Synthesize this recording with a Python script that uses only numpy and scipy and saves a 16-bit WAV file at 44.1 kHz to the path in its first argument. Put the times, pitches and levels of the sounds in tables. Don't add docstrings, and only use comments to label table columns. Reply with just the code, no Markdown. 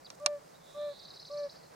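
import sys
import numpy as np
from scipy import signal
from scipy.fft import rfft, irfft
from scipy.io import wavfile
from scipy.ndimage import uniform_filter1d

SR = 44100
rng = np.random.default_rng(int(sys.argv[2]) if len(sys.argv) > 2 else 0)


def digitize_waveform(pressure):
    field = np.atleast_2d(pressure).T
    bounded = np.clip(field, -1, 1)
    quanta = np.round(bounded * 32767).astype(np.int16)
    wavfile.write(sys.argv[1], SR, quanta)


N = 77175
T = np.arange(N) / SR


def amp(db):
    return 10 ** (np.asarray(db) / 20)


def pan(x, db):
    return x * amp(np.array([[db], [-db]]) / 2)


def walk(rate):
    k = max(int(SR / rate), 1)
    y = uniform_filter1d(uniform_filter1d(rng.standard_normal(N), k), k)
    return y / y.std()


def on_bins(points):
    hz, value = np.array(points).T
    bins_hz = np.arange(N // 2 + 1) * SR / N
    return np.interp(np.log(bins_hz + 1), np.log(hz), value)


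def noise(spectrum, weight=1):
    white = rfft(rng.standard_normal(N))
    return irfft(white * amp(on_bins(spectrum)) * weight, N) * np.sqrt(SR / 2)


def curve(table, t):
    times, *columns = np.array(table).T
    return [np.interp(t, times, c) for c in columns]


def gate(table, t):
    inside = (t > table[0][0]) & (t < table[-1][0])
    return uniform_filter1d(1. * inside, size=90)


def tone(hz):
    return np.sqrt(2) * np.sin(2 * np.pi * np.cumsum(hz) / SR)


def ramp(t, length):
    return np.sin(np.pi / 2 * np.clip(t / length, 0, 1))


def echo(x, t60, alike=0):
    a, b = rng.standard_normal((2, N))
    alike = np.clip(alike, 0, 1)
    tail = a * np.sqrt(1 + alike) + np.array([[1], [-1]]) * b * np.sqrt(1 - alike)
    tail *= np.exp(-np.log(1000) * T / t60)
    tail /= np.sqrt((tail ** 2).sum(1, keepdims=True))
    return signal.fftconvolve(x[None], tail, axes=1)[:, :N]


def background():
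    # frequency in Hz, density in dB per Hz.
    air_colour = [(20, -102), (60, -96), (100, -94.5), (160, -84.5), (220, -91), (330, -90), (550, -84),
                  (900, -87.5), (1400, -95.5), (2100, -101), (3000, -107), (4800, -102), (7500, -106),
                  (10000, -111), (15500, -116)]
    # frequency in Hz, correlation from -1 to 1.
    likeness = [(60, 0.56), (160, 0.86), (350, -0.22), (900, -0.68), (2000, 0.85), (5000, 0.44),
                (14000, 0.8)]
    WATER_FLICKER_DB, HISS_SWELL_DB, AIR_PAN_DB = 1.3, .6, -1.5
    alike = np.clip(on_bins(likeness), -1, 1)
    mid = noise(air_colour, np.sqrt((1 + alike) / 2))
    side = noise(air_colour, np.sqrt((1 - alike) / 2))
    air = np.array([mid + side, mid - side])

    def below(hz):
        return signal.sosfiltfilt(signal.butter(2, hz, fs=SR, output="sos"), air)

    rumble, body = below(210), below(4200)
    water = (body - rumble) * amp(WATER_FLICKER_DB * walk(52))
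    hiss = (air - body) * amp(HISS_SWELL_DB * walk(27))
    return pan(rumble + water + hiss, AIR_PAN_DB)


def chirp():
    # time in seconds, pitch in Hz, level in dB.
    path = [(.047, 4650, -50), (.052, 4655, -56), (.056, 4620, -49.5), (.059, 5040, -53),
            (.063, 4280, -57.5), (.066, 3900, -47), (.070, 3570, -57.5), (.080, 3090, -77)]
    hz, db = curve(path, T)
    return tone(hz * (1 + 0.024 * walk(1300))) * amp(db) * gate(path, T)


def clicks():
    # start in seconds, level in dB, left-right difference in dB,
    # scatter level in dB, level of the low modes in dB.
    hits = [(0.1025, -25, 3, 3.5, -11), (.2614, 0, 2, -4, -1.5)]
    # frequency in Hz, level in dB, t60 in seconds,
    # left-right difference in dB.
    modes = [(716, -41, 0.051, 21), (895, -51.5, 0.11, 23), (1152, -22, 0.03, -11.5),
             (1450, -22.5, 0.0088, -9), (1750, -29, 0.028, -5.5), (2375, -24.5, 0.028, 1),
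             (2720, -28.5, 0.023, -9.5), (3807, -22.5, 0.0085, 6), (4220, -23, 0.012, -15),
             (5060, -23, 0.014, -5.5), (5840, -17, 0.014, -12.5), (6690, -23, 0.012, -12),
             (8156, -22, 0.018, -8.5), (9500, -25, 0.006, -5)]
    # frequency in Hz, density in dB per Hz.
    scatter_colour = [(150, -105), (450, -53.5), (850, -58.5), (1300, -56.5), (2000, -68), (2550, -80),
                      (3200, -68), (3900, -62), (7000, -80), (11000, -100), (15500, -103)]
    LOW_MODES_HZ = 2000
    LEFT_LAG_S = .0003
    CONTACT_DB, CONTACT_S = -29, .0012
    CRACK_DB, CRACK_S, CRACK_PAN_DB = -33.5, 0.0024, -13
    SCATTER_T60_S, SCATTER_PAN_DB = 0.051, -4
    out = np.zeros((2, N))
    for start, db, pan_db, scatter_db, low_db in hits:
        ring = np.zeros((2, N))
        for k, (hz, mode_db, t60, side_db) in enumerate(modes):
            level = amp(mode_db + low_db * (hz < LOW_MODES_HZ))
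            wave = np.sin(2 * np.pi * hz * T - k * np.pi / 2)
            ring += pan(level * wave * np.exp(-np.log(1000) * T / t60), side_db)
        age = T - start - np.array([[LEFT_LAG_S], [0]])

        def fade(tau):
            return (age >= 0) * np.exp(-np.abs(age) / tau)

        impulse = np.diff(1. * (age >= 0), prepend=0)
        contact = impulse + amp(CONTACT_DB) * rng.standard_normal(N) * fade(CONTACT_S)
        ringing = signal.fftconvolve(contact, ring, axes=1)[:, :N]
        crack = pan(amp(CRACK_DB) * rng.standard_normal((2, N)) * fade(CRACK_S), CRACK_PAN_DB)
        grains = np.array([noise(scatter_colour), noise(scatter_colour)])
        scatter = pan(grains * fade(SCATTER_T60_S / np.log(1000)), SCATTER_PAN_DB)
        out += amp(db) * pan(ringing + crack + amp(scatter_db) * scatter, pan_db)
    return signal.sosfilt(signal.butter(3, [430, 11200], "band", fs=SR, output="sos"), out)


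def rustles():
    # centre in seconds, half width in seconds, level over the hiss in dB.
    swells = [(0.15, 0.0089, 3), (0.2007, 0.0022, 5.5), (.228, 0.0125, -5), (.49, 0.063, -8),
              (.73, 0.062, -3.5), (.816, 0.0033, 0)]
    # frequency in Hz, density in dB per Hz.
    hiss_colour = [(1500, -130), (3500, -112), (5200, -103), (8000, -104), (10000, -110), (15500, -122)]
    swell = sum(amp(db) * np.exp(-((T - centre) / width) ** 2) for centre, width, db in swells)
    return pan(swell * noise(hiss_colour), -9)


def toad():
    # start in seconds, length in seconds, pitch in Hz, level in dB,
    # attack in seconds, release in seconds, power of the attack curve.
    hoots = [(0.197, 0.2, 593.6, -36, 0.1, 0.077, 0.98), (0.741, 0.2, 592.7, -35.8, 0.095, 0.068, 0.98),
             (1.298, 0.19, 587.4, -36, 0.13, 0.037, 0.47)]
    # multiple of the pitch, level in dB, delay in seconds,
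    # attack in seconds, fade in dB per second.
    partials = [(2, -18.5, .001, .008, 30), (3, -27, .035, .06, 3), (4, -36, .03, .05, 5)]
    SCOOP_HZ, SCOOP_S = 26, .015
    SAG_HZ, SAG_POWER, DROP_HZ, DROP_S = 21, 2.5, 26, .017
    JITTER_HZ, SHIMMER_DB, OVERTONE_SHIMMER_DB = 1.0, .15, .8
    RELEASE_POWER, OVERTONE_RELEASE_POWER = 1.5, .8
    LEFT_LAG_S, TOAD_PAN_DB = .00008, 0.4
    BANK_DELAY_S, BANK_DB = .045, -29
    TOAD_ECHO_DB, TOAD_ECHO_T60_S = -34, .35
    out = np.zeros(N)
    for start, length, pitch, db, attack, release, power in hoots:
        t = np.clip(T - start, 0, length)
        scoop = SCOOP_HZ * np.exp(-t / SCOOP_S)
        sag = SAG_HZ * (t / length) ** SAG_POWER
        drop = DROP_HZ * np.exp((t - length) / DROP_S)
        hz = pitch - scoop - sag - drop + JITTER_HZ * walk(80)
        ending = ramp(length - t, release)
        hoot = ramp(t, attack) ** power * amp(SHIMMER_DB * walk(42)) * tone(hz)
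        overtones = np.zeros(N)
        for k, over_db, delay, rise, fade in partials:
            level = amp(over_db - fade * t + OVERTONE_SHIMMER_DB * walk(130))
            overtones += ramp(t - delay, rise) * level * tone(k * hz)
        out += amp(db) * (ending ** RELEASE_POWER * hoot + ending ** OVERTONE_RELEASE_POWER * overtones)

    def late(seconds):
        return np.interp(T - seconds, T, out)

    direct = pan(np.array([late(LEFT_LAG_S), out]), TOAD_PAN_DB)
    bank = amp(BANK_DB) * late(BANK_DELAY_S)
    return direct + bank + amp(TOAD_ECHO_DB) * echo(out, TOAD_ECHO_T60_S)


def slurs():
    # start in seconds, length in seconds, from pitch in Hz, to pitch in Hz,
    # level in dB, left-right difference in dB.
    slides = [(0.536, 0.044, 3590, 3950, -65, -7.5), (0.99, 0.0186, 5393, 4066, -52.5, 1)]
    out = np.zeros((2, N))
    for start, length, from_hz, to_hz, db, pan_db in slides:
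        u = np.clip((T - start) / length, 0, 1)
        hz = (from_hz + (to_hz - from_hz) * u) * (1 + 0.047 * walk(1360))
        out += pan(tone(hz) * np.sin(np.pi * u) * amp(db), pan_db)
    return out


def buzz():
    # time in seconds, top pitch in Hz, bottom pitch in Hz, level in dB.
    course = [(.58, 3850, 3300, -81), (.66, 4100, 3194, -65.5), (.76, 4207, 3163, -64),
              (.80, 4360, 3215, -57.5), (.87, 4484, 3310, -58.5), (.92, 4765, 3357, -57.5),
              (.98, 4870, 3348, -58), (1.06, 4850, 3446, -56)]
    RATE_HZ, RATE_JITTER, ROUGH_HZ = 136, .012, 40
    ECHO_DB, ECHO_T60_S, BUZZ_PAN_DB = -5, .3, -7
    top, bottom, db = curve(course, T)
    cycle = np.cumsum(RATE_HZ * (1 + RATE_JITTER * walk(40))) / SR % 1
    sweep = tone(top + (bottom - top) * cycle + ROUGH_HZ * walk(700))
    voice = sweep * np.sqrt(np.sin(np.pi * cycle)) * amp(db + walk(100)) * gate(course, T)
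    return pan(voice + amp(ECHO_DB) * echo(voice, ECHO_T60_S, alike=0.48), BUZZ_PAN_DB)


def trill():
    # start in seconds, level in dB, pitch at the start in Hz,
    # strength of the falling end in dB, height of the arch from 0 to 1.
    notes = [(1.022, -56, 3755, 3.5, 0.99), (1.075, -52, 3730, 2.5, 0.89), (1.134, -53.5, 3733, 4.5, 1),
             (1.191, -49, 3840, -3, 0.81), (1.247, -52, 3793, -1.5, 0.89), (1.306, -52.5, 3883, -0.5, 0.88),
             (1.365, -51.5, 3890, 0.5, 0.87), (1.428, -51.5, 3910, -8.5, 0.81),
             (1.492, -51.5, 3850, -7.5, 0.87), (1.554, -56, 4165, -7, 0.53),
             (1.626, -63.5, 4000, 1.5, 0.37)]
    # time from its start in seconds, pitch ratio, level in dB.
    shape = [(0, .96, -12), (.007, 1.18, 0), (.014, 1.28, 0), (.019, 1.48, -10), (.024, 1.55, -12),
             (.029, 1.25, -1), (.035, 1.11, -1.5), (.041, 1.03, -3), (.047, .99, -20)]
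    FALL_S = 0.0225
    WARBLE_RATE_HZ, WARBLE_DEPTH = 140, .13
    ROUGH, FLUTTER_DB = .042, 2.0
    out = np.zeros(N)
    for start, note_db, pitch, fall_db, arch in notes:
        t = T - start
        ratio, db = curve(shape, t)
        falling = ramp(t - FALL_S, 0.008)
        steadying = 1 - falling / 2
        warble = WARBLE_DEPTH * np.sin(2 * np.pi * (WARBLE_RATE_HZ * t + rng.random()))
        warble *= ramp(ratio - 1, 0.17) * steadying
        wobble = 1 + arch * warble + ROUGH * steadying * walk(1500)
        loudness = amp(note_db + db + fall_db * falling + FLUTTER_DB * walk(300))
        out += tone(pitch * (1 + arch * (ratio - 1)) * wobble) * loudness * gate(shape, t)
    return out


def song():
    ECHO_DB, ECHO_T60_S, BIRD_PAN_DB = -1.5, .35, -.6
    opening, run = chirp(), trill()
    plants = signal.butter(2, [4120, 7000], "band", fs=SR, output="sos")
    scattered = signal.sosfilt(plants, run + amp(-8) * opening)
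    blur = amp(ECHO_DB) * echo(scattered, ECHO_T60_S, alike=0.82)
    return pan(opening + run + blur, BIRD_PAN_DB) + slurs()


def scene():
    return background() + song() + clicks() + rustles() + toad() + buzz()


def record(dry):
    return signal.sosfilt(signal.ellip(10, .1, 80, 15800, fs=SR, output="sos"), dry)


dry = scene()
out = record(dry)
digitize_waveform(out)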